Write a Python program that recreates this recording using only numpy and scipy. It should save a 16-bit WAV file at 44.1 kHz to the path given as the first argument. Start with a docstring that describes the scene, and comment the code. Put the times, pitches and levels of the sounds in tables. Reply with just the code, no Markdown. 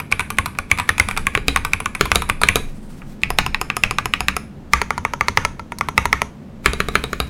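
"""Quick, woody clacks: two hands type a phrase on a damped mechanical keyboard, close up in a small room.
Then one finger taps backspace, enter and the space bar in turn. Each key knocks as it bottoms out and
again as it springs back: plastic clacks, spring and plate ring faintly, the desk thuds under its mat.
Beneath lie room tone, desk sway and the brush of skin and sleeve. The hardest hits clip at full scale."""
import sys
import numpy as np
from scipy import signal
from scipy.fft import rfft, irfft
from scipy.io import wavfile

SR = 44100
rng = np.random.default_rng(int(sys.argv[2]) if len(sys.argv) > 2 else 0)


def to_wav(s):
    """Save 16-bit WAV."""
    ch = np.atleast_2d(s).T  # columns
    pcm = np.round(np.clip(ch, -1, 1) * 32767)  # PCM
    wavfile.write(sys.argv[1], SR, pcm.astype(np.int16))


N = 321489
STROKE_S = .4
T = np.arange(int(STROKE_S * SR)) / SR
CLACK_LOW_HZ, CLACK_HIGH_HZ = 1600, 3500  # thock lies below this band, tick above it


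def undb(db):
    return 10 ** (np.asarray(db) / 20)


def unit(x):
    """Scale to rms 1."""
    return x / np.sqrt(np.mean(x ** 2))


def attack_rms(x, attack_s=.006):
    return np.sqrt(np.mean(x[:int(attack_s * SR)] ** 2))


def fade(t60_s, t=T):
    """Exponential decay, 60 dB down after t60_s."""
    return np.exp(-np.log(1000) * t / t60_s)


def since(start_s):
    """Seconds since start_s; zero before it."""
    return np.maximum(np.arange(N) / SR - start_s, 0)


def butter(x, hz, kind, order=2):
    return signal.sosfilt(signal.butter(order, hz, kind, fs=SR, output="sos"), x)


def filtered_noise(size, hz, kind, order=2):
    return unit(butter(rng.standard_normal(size), hz, kind, order))


def coloured_noise(colour, size):
    """Noise of rms 1, shaped by (freq_hz, gain_db) points."""
    hz, db = np.transpose(colour)
    freq_hz = np.fft.rfftfreq(size, 1 / SR)
    gain = undb(np.interp(np.log(freq_hz + 1), np.log(hz), db))
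    return unit(irfft(rfft(rng.standard_normal(size)) * gain, size))


def add(track, start_s, sound):
    """Mix a sound in, trimmed to the track."""
    i = int(start_s * SR)
    i, sound = max(i, 0), sound[max(-i, 0):]
    track[i:i + len(sound)] += sound[:max(N - i, 0)]


# Colour of the room tone: freq_hz, gain_db
ROOM_TONE_COLOUR = [(24, -61.5), (40, -10.5), (81, -9.5), (91, -4.5), (124, -15), (140, -1), (176, -8.5),
                    (204, -2.5), (312, -15), (363, -15.5), (444, -20.5), (529, -19.5), (615, -23.5),
                    (965, -28), (16000, -59)]
def room_tone():
    """A steady, low bed of room noise."""
    return coloured_noise(ROOM_TONE_COLOUR, N) * undb(-36.5)


# Arms jolting the desk: start_s, level_db
DESK_JOLTS = [(1.05, -24), (2.16, -24), (2.38, -27), (3.25, -21), (6.72, -33)]
def desk_sway(rise_s=.038, t60_s=2, rest_db=-45.5):
    """Each jolt sets the desk swaying: a sub rumble that swells and settles."""
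    jolts = sum(undb(db) * (1 - np.exp(-since(s) / rise_s)) * fade(t60_s, since(s))
                for s, db in DESK_JOLTS)
    return filtered_noise(N, [17, 24], "band", order=4) * (undb(rest_db) + jolts)


# Fader curve of the sleeve: time_s, level_db
SLEEVE_LEVELS = [(2.6, -91), (2.75, -60), (2.9, -61), (3.1, -68), (3.22, -90)]
def sleeve_slide(grip_db):
    """A sleeve slides with a thin hiss as the hands lift away."""
    level_db = np.interp(np.arange(N) / SR, *np.transpose(SLEEVE_LEVELS))
    return filtered_noise(N, [7600, 10200], "band") * undb(level_db + .5 * grip_db)


# Colour of the skin brush and of the hiss before each knock: freq_hz, gain_db
HISS_COLOUR = [(500, -13.5), (1200, -2.5), (2400, -6.5), (4000, -9.5), (6500, -11.5), (9500, -15),
               (12000, -17), (16000, -18.5)]
# Hand moves across the caps: start_s, length_s, level_db
SKIN_BRUSHES = [(0.947, 0.15, -48), (2.55, 0.58, -55), (6.716, .55, -52.5)]
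def skin_brush(grip_db, attack_s=.073, release_s=.12):
    """Skin brushes over the caps, its level fluttering with the grip."""
    contact = sum(undb(db) * np.minimum(since(s) / attack_s, 1) * np.exp(-since(s + length_s) / release_s)
                  for s, length_s, db in SKIN_BRUSHES)
    return coloured_noise(HISS_COLOUR, N) * contact * undb(grip_db)


def background():
    """The quiet bed under the keys; skin and sleeve share one wavering grip."""
    sway = desk_sway()
    grip_db = 3 * filtered_noise(N, 22, "low")
    return sway + skin_brush(grip_db) + sleeve_slide(grip_db) + room_tone()


# Colour of the room's reflections: freq_hz, gain_db
REFLECTION_COLOUR = [(100, 23.5), (400, -2.5), (700, -4.5), (1200, -6), (2200, -7.5), (3500, -7),
                     (6000, -4.5), (10000, -2.5), (16000, -14)]
def room_reflections(x, t60_s=.32, predelay_s=.0041):
    """Sound comes back off desk, screen and walls: grainy at first, then dense."""
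    wash = coloured_noise(REFLECTION_COLOUR, len(T))
    grain = np.exp(.5 * fade(.14) * filtered_noise(len(T), 284.5, "low"))
    tail = wash * grain * fade(t60_s) * np.clip(T / predelay_s - 1, 0, 1)
    return signal.fftconvolve(x, tail / np.sqrt(np.sum(tail ** 2)))[:N]


def ring(modes, detune, scatter_db, alternate=True, shortest_s=.003):
    """A struck body: each mode is three close partials that drift out of step."""
    out = np.zeros(len(T))
    for k, (hz, db, t60_s) in enumerate(modes):
        gain = undb(db + scatter_db * rng.standard_normal())
        partial_hz = hz * (1 + detune * rng.standard_normal(3))
        polarity = (-1) ** k if alternate else 1
        t60_s = max(t60_s, shortest_s)
        t = T[T < 2 * t60_s]
        cluster = np.sin(2 * np.pi * np.outer(partial_hz, t)).mean(axis=0)
        out[:len(t)] += polarity * gain * cluster * fade(t60_s, t)
    return out


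# Modes of the desk under the keyboard: pitch_hz, level_db, t60_s
DESK_MODES = [(63.6, -2, 0.42), (103, -8, .07), (151.3, -6, 0.16), (188, -0.5, 0.16), (210, -2, 0.01),
              (276, -9, 0.22), (317, -8, 0.031)]
def desk_thud():
    """The desk is heard at the driven point, so its modes all start with the same polarity."""
    return ring(DESK_MODES, detune=.0062, scatter_db=3, alternate=False)


def lead_in_hiss():
    """A faint hiss swells just before each knock."""
    return (coloured_noise(HISS_COLOUR, len(T)) * fade(.063))[::-1]


def metal_ring(band_hz, t60_s):
    """Close modes of a metal part, which outlast the plastic."""
    return filtered_noise(len(T), band_hz, "band") * fade(t60_s)


# Colour of the case's ring: freq_hz, gain_db
CASE_COLOUR = [(200, -14.5), (600, -10.5), (1100, -3), (1700, 1), (2400, -6.5), (3300, -9), (6000, -27),
               (16000, -35.5)]
def case_ring():
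    """The case adds a dense cloud of modes that die quickly."""
    return coloured_noise(CASE_COLOUR, len(T)) * fade(.061)


# Colour of the contact crack: freq_hz, gain_db
CRACK_COLOUR = [(800, -24), (2500, -11.5), (4000, 5.5), (7000, 0.5), (10500, 5), (15000, -11)]
def contact_crack():
    """A bright snap at the instant of contact."""
    return coloured_noise(CRACK_COLOUR, len(T)) * fade(.0073)


def stem_chatter(knock, level_db, within_s=.0045):
    """The loose stem knocks three more times, weakly and brightly, just after the blow."""
    out, bright = knock.copy(), butter(knock, 1200, "high", order=1)
    for when, size in rng.random((3, 2)):
        lag = 1 + int((1 + when) * within_s / 2 * SR)
        out[lag:] += undb(level_db) * (2 * size - 1) * bright[:-lag]
    return out


def shelves(knock, thock_db, tick_db):
    """Shelving EQ on both sides of the clack band: a soft or a sharp contact."""
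    freq_hz = np.fft.rfftfreq(len(knock), 1 / SR)
    low = 1 / (1 + (freq_hz / CLACK_LOW_HZ) ** 8)
    high = 1 - 1 / (1 + (freq_hz / CLACK_HIGH_HZ) ** 8)
    # minimum phase, so nothing rings ahead of the hit
    cepstrum = irfft(np.log(undb(thock_db * low + tick_db * high)))
    cepstrum[1:len(knock) // 2] *= 2
    cepstrum[len(knock) // 2 + 1:] = 0
    return irfft(rfft(knock) * np.exp(rfft(cepstrum)))


def voice(rows, thock_db, tick_db, thock_per_db=0, tick_per_db=0, thock_per_edge=1, pitch_scatter=.027):
    """Give each (start_s, level_db, edge_db, pitch_ratio) stroke its tone. Force tilts thock and tick
    by the _per_db slopes; edge_db lifts them, as a finger near the cap's edge does."""
    start_s, level_db, edge_db, pitch_ratio = np.transpose(rows)
    force_db = level_db - np.mean(level_db)
    thock = thock_db + thock_per_db * force_db + thock_per_edge * edge_db
    tick = tick_db + tick_per_db * force_db + edge_db
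    pitch = pitch_ratio * (1 + pitch_scatter * rng.standard_normal(len(rows)))
    return np.column_stack([start_s, level_db, thock, tick, pitch])


def key(strokes, modes, spring_hz, spring_db, plate_db, case_db, hiss_db,
        desk_db, room_db, crack_db, chatter_db, plate_hz=(2180, 2520)):
    """Layer each stroke: lead-in hiss, plastic knock, crack, metal ring and desk thud, then the room."""
    direct, sideways, desk = np.zeros((3, N))
    for s, db, thock_db, tick_db, pitch in strokes:
        # each cap and finger position shifts the modes of the clack
        shifted = [(hz * (pitch if CLACK_LOW_HZ < hz < CLACK_HIGH_HZ else 1), gain_db, t60_s)
                   for hz, gain_db, t60_s in modes]
        plastic = ring(shifted, detune=.034, scatter_db=2.2)
        blow = plastic / attack_rms(plastic) + undb(crack_db) * contact_crack()
        case = case_ring()
        knock = stem_chatter(blow, chatter_db) + undb(case_db) * case
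        knock = shelves(knock, thock_db, tick_db)
        spring = undb(spring_db) * metal_ring(spring_hz, t60_s=.25)
        plate = undb(plate_db) * metal_ring(plate_hz, t60_s=.36)
        add(direct, s, undb(db) * (knock / attack_rms(knock) + spring + plate))
        add(sideways, s, undb(db - 2) * case)  # the case's broad sides radiate into the room
        add(direct, s - STROKE_S, undb(db + hiss_db) * lead_in_hiss())
        add(desk, s, undb(db + desk_db) * desk_thud())
    return direct + desk + undb(room_db) * room_reflections(direct + sideways)


# Caps bumped but not pressed: start_s, level_db, edge_db
CAP_BUMPS = [(0.551, -36.5, -2), (1.1656, -23.5, -4), (3.0187, -36.5, -30), (3.218, -42, 10)]
def fingertips(lead_s=.014, touch_db=-31.5):
    """A fingertip lands softly just before each letter and space, and now and then on its own."""
    landings = [(s - lead_s, db + touch_db, 0) for s, db, *_ in LETTER_PRESSES + SPACE_TAPS]
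    touches = voice([(s, db, edge, 1) for s, db, edge in landings + CAP_BUMPS],
                    thock_db=.5, tick_db=.5, thock_per_edge=0)
    return key(touches, LETTER_UP_MODES, LETTER_SPRING_HZ, spring_db=-41, plate_db=-33, case_db=1,
               hiss_db=-26, desk_db=-18, room_db=-6, crack_db=-5.5, chatter_db=-12.5)


# Modes of the space bar, pressed home and at its top stop: pitch_hz, level_db, t60_s
SPACE_DOWN_MODES = [(389, -0.5, 0.037), (664, -7.5, 0.024), (1155, 0.5, 0.045), (1397, 4, 0.018),
                    (1717, 0, 0.034), (2210, 4, 0.011), (2860, -3, 0.0079), (3345, -12.5, 0.033),
                    (4010, -8, 0.035), (6880, -12, 0.014), (9980, -15, 0.014)]
SPACE_UP_MODES = [(426, -4.5, 0.041), (728, -12, 0.06), (1223, -5, 0.055), (1450, -4, 0.01),
                  (2355, -0.5, 0.03), (2940, 3, 0.0055), (3836, -0.5, 0.033), (4670, -9, 0.03),
                  (6840, -11, 0.015), (9950, -15, 0.011), (11100, -10, 0.0036)]
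# Space bar hits: start_s, level_db, edge_db, return_s, return_db
SPACE_TAPS = [(1.3752, -15.5, -4, 1.4822, -8), (2.01, -6, 4.5, 2.1571, -7),
              (2.4346, -5.5, 4.5, 2.5571, -8.5), (6.6595, -2.5, 0.5, 6.7337, -18.5),
              (6.8032, -10.5, -2, 6.8856, -17), (6.954, -6, -2, 7.0394, -17.5),
              (7.1308, -16, -0.5, 7.2016, -13.5)]
def space_bar(wire_hz=(3800, 3960)):
    """The long bar thocks going down; its wire pings as it comes back."""
    down = voice([(s, db, edge, 1) for s, db, edge, _, _ in SPACE_TAPS],
                 thock_db=-3, tick_db=1.5, thock_per_db=-.7, tick_per_db=-.33, thock_per_edge=.57)
    up = voice([(s, db, edge, 1) for _, _, edge, s, db in SPACE_TAPS],
               thock_db=4, tick_db=5, thock_per_db=-1.22, tick_per_db=-.58)
    return (key(down, SPACE_DOWN_MODES, wire_hz, spring_db=-41, plate_db=-26.5, case_db=-9,
                hiss_db=-28, desk_db=-14.5, room_db=-10, crack_db=-9.5, chatter_db=-23.5)
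            + key(up, SPACE_UP_MODES, wire_hz, spring_db=-22.5, plate_db=-27, case_db=-9,
                  hiss_db=-28, desk_db=-12.5, room_db=-11, crack_db=-1.5, chatter_db=-18))


# Modes of enter, pressed home and at its top stop: pitch_hz, level_db, t60_s
ENTER_DOWN_MODES = [(415, -21.5, 0.047), (892, -4, 0.018), (1188, -4.5, 0.057), (1402, -14, 0.063),
                    (1716, -9, 0.021), (2104, 4.5, 0.013), (2590, -11.5, 0.026), (3090, -39, 0.009),
                    (3630, -18, 0.019), (4340, -20, 0.012), (6200, -10.5, 0.0046)]
ENTER_UP_MODES = [(417, -14.5, 0.086), (588, -11.5, 0.043), (952, 2, 0.027), (1350, -6, 0.05),
                  (1680, -2, 0.0053), (2160, 3.5, 0.0044), (3420, -12, 0.01), (4380, -4, 0.0041),
                  (6520, -6.5, 0.0066), (6170, -15.5, 0.0032), (9800, -18.5, 0.014)]
# Enter hits, all on one spot of the cap: start_s, level_db, return_s, return_db
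ENTER_TAPS = [(4.7346, -.5, 4.8162, -12), (4.906, -11.5, 4.9788, -16.5), (5.0505, -11, 5.1359, -16),
              (5.2097, -8.5, 5.2837, -9.5), (5.3732, -3, 5.45, -10.5), (5.8101, -11.5, 5.8865, -15.5),
              (5.9783, -2, 6.0553, -11), (6.1287, -3, 6.218, -11)]
# Half presses that rock the key against its top stop, and one fingernail tick on the cap: start_s, level_db,
# edge_db
ENTER_ROCKS = [(5.5951, -24.5, 0.5), (5.7209, -21.5, 2.5), (5.786, -28, 26)]
def enter(spring_hz=(5700, 6700)):
    """Enter knocks down and springs back; in a pause it rocks against its top stop, and a fingernail ticks on
    the cap."""
    down = voice([(s, db, 0, 1) for s, db, _, _ in ENTER_TAPS],
                 thock_db=0, tick_db=2, thock_per_db=-.8, tick_per_db=.04)
    up = voice([(s, db, 0, 1) for _, _, s, db in ENTER_TAPS],
               thock_db=-4.5, tick_db=-5, thock_per_db=-.34, tick_per_db=.34)
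    rocks = voice([(s, db, edge, 1) for s, db, edge in ENTER_ROCKS],
                  thock_db=-2.8, tick_db=-10, thock_per_edge=0)
    return (key(down, ENTER_DOWN_MODES, spring_hz, spring_db=-38.5, plate_db=-37, case_db=-22,
                hiss_db=-35, desk_db=-24, room_db=-11, crack_db=-11, chatter_db=-28)
            + key([*up, *rocks], ENTER_UP_MODES, spring_hz, spring_db=-32.5, plate_db=-46.5,
                  case_db=-21.5, hiss_db=-31, desk_db=-20.5, room_db=-10.5, crack_db=-4.5,
                  chatter_db=-7.5))


# Modes of backspace, pressed home and at its top stop: pitch_hz, level_db, t60_s
BACKSPACE_DOWN_MODES = [(284, -32, 0.0067), (833, -19, 0.059), (1167, -9, 0.042), (1580, -15, 0.056),
                        (1933, -5, 0.017), (2570, 2.5, 0.011), (2777, -14.5, 0.03), (3380, -21, 0.008),
                        (3865, -4, 0.0061), (5110, -14.5, 0.014), (6450, -17.5, 0.0066)]
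BACKSPACE_UP_MODES = [(415, -10.5, 0.048), (736, -8.5, 0.056), (1036, -1.5, 0.051), (1218, -3, 0.051),
                      (1470, -3, 0.0087), (1940, -5.5, 0.02), (2580, 6.5, 0.0083), (5170, -4.5, 0.016),
                      (6751, -2.5, 0.0096), (10050, -1.5, 0.019), (12460, -6.5, 0.015)]
# Backspace hits: start_s, level_db, edge_db, return_s
BACKSPACE_TAPS = [(3.2344, -8.5, -8.5, 3.3038), (3.3866, -2, 1.5, 3.4636), (3.5456, -12, -3, 3.6139),
                  (3.701, -13, -0.5, 3.7673), (3.8364, -4, -6.5, 3.91), (3.985, -10.5, 7.5, 4.0568),
                  (4.1372, -8, -5, 4.2058), (4.2839, -7, 2.5, 4.3659)]
def backspace(spring_hz=(5130, 5400), return_db=-15):
    """Backspace clacks down; its spring always returns it with the same force."""
    down = voice([(s, db, edge, 1) for s, db, edge, _ in BACKSPACE_TAPS],
                 thock_db=0, tick_db=1.4, tick_per_db=.6, thock_per_edge=1.25)
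    up = voice([(s, return_db, 0, 1) for *_, s in BACKSPACE_TAPS], thock_db=2, tick_db=.2)
    return (key(down, BACKSPACE_DOWN_MODES, spring_hz, spring_db=-42, plate_db=-24, case_db=-9.5,
                hiss_db=-35.5, desk_db=-20, room_db=-11.5, crack_db=-11.5, chatter_db=-29)
            + key(up, BACKSPACE_UP_MODES, spring_hz, spring_db=-31, plate_db=-33.5, case_db=-13,
                  hiss_db=-27, desk_db=-21.5, room_db=-10, crack_db=-5.5, chatter_db=-13.5))


LETTER_SPRING_HZ = (10100, 11100)
# Modes of a letter's cap, switch and plate, pressed home and at the top stop: pitch_hz, level_db, t60_s
LETTER_DOWN_MODES = [(413, -33, 0.1), (837, -20, 0.062), (1090, -1.5, 0.039), (1142, 0.5, 0.021),
                     (1468, -7.5, 0.036), (2070, 2.5, 0.0062), (2292, 2.5, 0.018), (2600, -3.5, 0.0096),
                     (3670, -15, 0.019), (5750, -13, 0.0017), (10000, -12.5, 0.0099)]
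LETTER_UP_MODES = [(447, -22.5, 0.11), (743, -10.5, 0.02), (1000, -9, 0.073), (1200, -7, 0.046),
                   (1470, -12, 0.082), (1700, -6, 0.0032), (2387, 5, 0.009), (2770, -12.5, 0.048),
                   (3500, -4, 0.0053), (8500, -8.5, 0.0083), (10520, -7.5, 0.0051)]
# Letters bottoming out: start_s, level_db, edge_db, pitch_hz
LETTER_PRESSES = [(0.1241, -7.5, -3, 2340), (0.3854, -7.5, 2, 2170), (0.5873, -14, 3, 2350),
                  (0.7144, -4, -4, 2270), (0.891, -7.5, -0.5, 1810), (0.8933, -11, -2, 1840),
                  (0.9984, -2.5, -0.5, 2110), (1.2686, -9.5, -3, 2270), (1.351, -9, -4, 2360),
                  (1.5609, -8, 4.5, 2340), (1.734, -7.5, -1.5, 2440), (1.8586, -13, -1.5, 2450),
                  (2.1168, -6.5, 1, 2370), (2.2981, -9.5, -0.5, 2415), (2.487, -1, -8.5, 2164)]
# Letters springing back or lightly touched: start_s, level_db, edge_db
LETTER_RETURNS = [(0.001, -21, 0.5), (0.116, -23.5, 9), (0.195, -14, -5), (0.2052, -18, -5.5),
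                  (0.3034, -19, 1.5), (0.459, -17.5, 4.5), (0.7757, -26, -1.5), (0.7865, -17, -2),
                  (0.7986, -14.5, -4.5), (0.9812, -18, .5), (1.0868, -16.5, 2), (1.1116, -19, -6.5),
                  (1.1748, -14.5, 0.5), (1.572, -18.5, -1), (1.6496, -15, 2), (1.8027, -20, 1),
                  (1.9504, -18.5, -5), (2.0552, -19.5, 4.5), (2.1493, -20.5, 20), (2.2207, -18, 2.5),
                  (2.291, -22, 9), (2.4158, -14.5, 12), (2.566, -21, 5)]
def letters(average_cap_hz=2303):
    """The phrase: each cap clacks down at its own pitch; releases and light touches fall in between."""
    down = voice([(s, db, edge, hz / average_cap_hz) for s, db, edge, hz in LETTER_PRESSES],
                 thock_db=-4.5, tick_db=0, thock_per_db=-.84, tick_per_db=-.15, thock_per_edge=1.1)
    up = voice([(s, db, edge, 1) for s, db, edge in LETTER_RETURNS], thock_db=2.5, tick_db=1.3)
    return (key(down, LETTER_DOWN_MODES, LETTER_SPRING_HZ, spring_db=-36, plate_db=-26, case_db=-12.5,
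                hiss_db=-32, desk_db=-22.5, room_db=-10, crack_db=-4.5, chatter_db=-24)
            + key(up, LETTER_UP_MODES, LETTER_SPRING_HZ, spring_db=-30, plate_db=-24, case_db=-12,
                  hiss_db=-29, desk_db=-19.5, room_db=-7.5, crack_db=-2, chatter_db=-4))


def scene():
    """The keys over the quiet room, in mono."""
    return (letters() + fingertips() + backspace() + enter() + space_bar() + background())[None]


def record(dry, top_hz=16000):
    """The hardest hits clip at full scale; a steep low-pass trims the top."""
    clipped = np.clip(dry, -1, 1)
    return signal.sosfilt(signal.ellip(8, .2, 70, top_hz, fs=SR, output="sos"), clipped)


dry = scene()
out = record(dry)
to_wav(out)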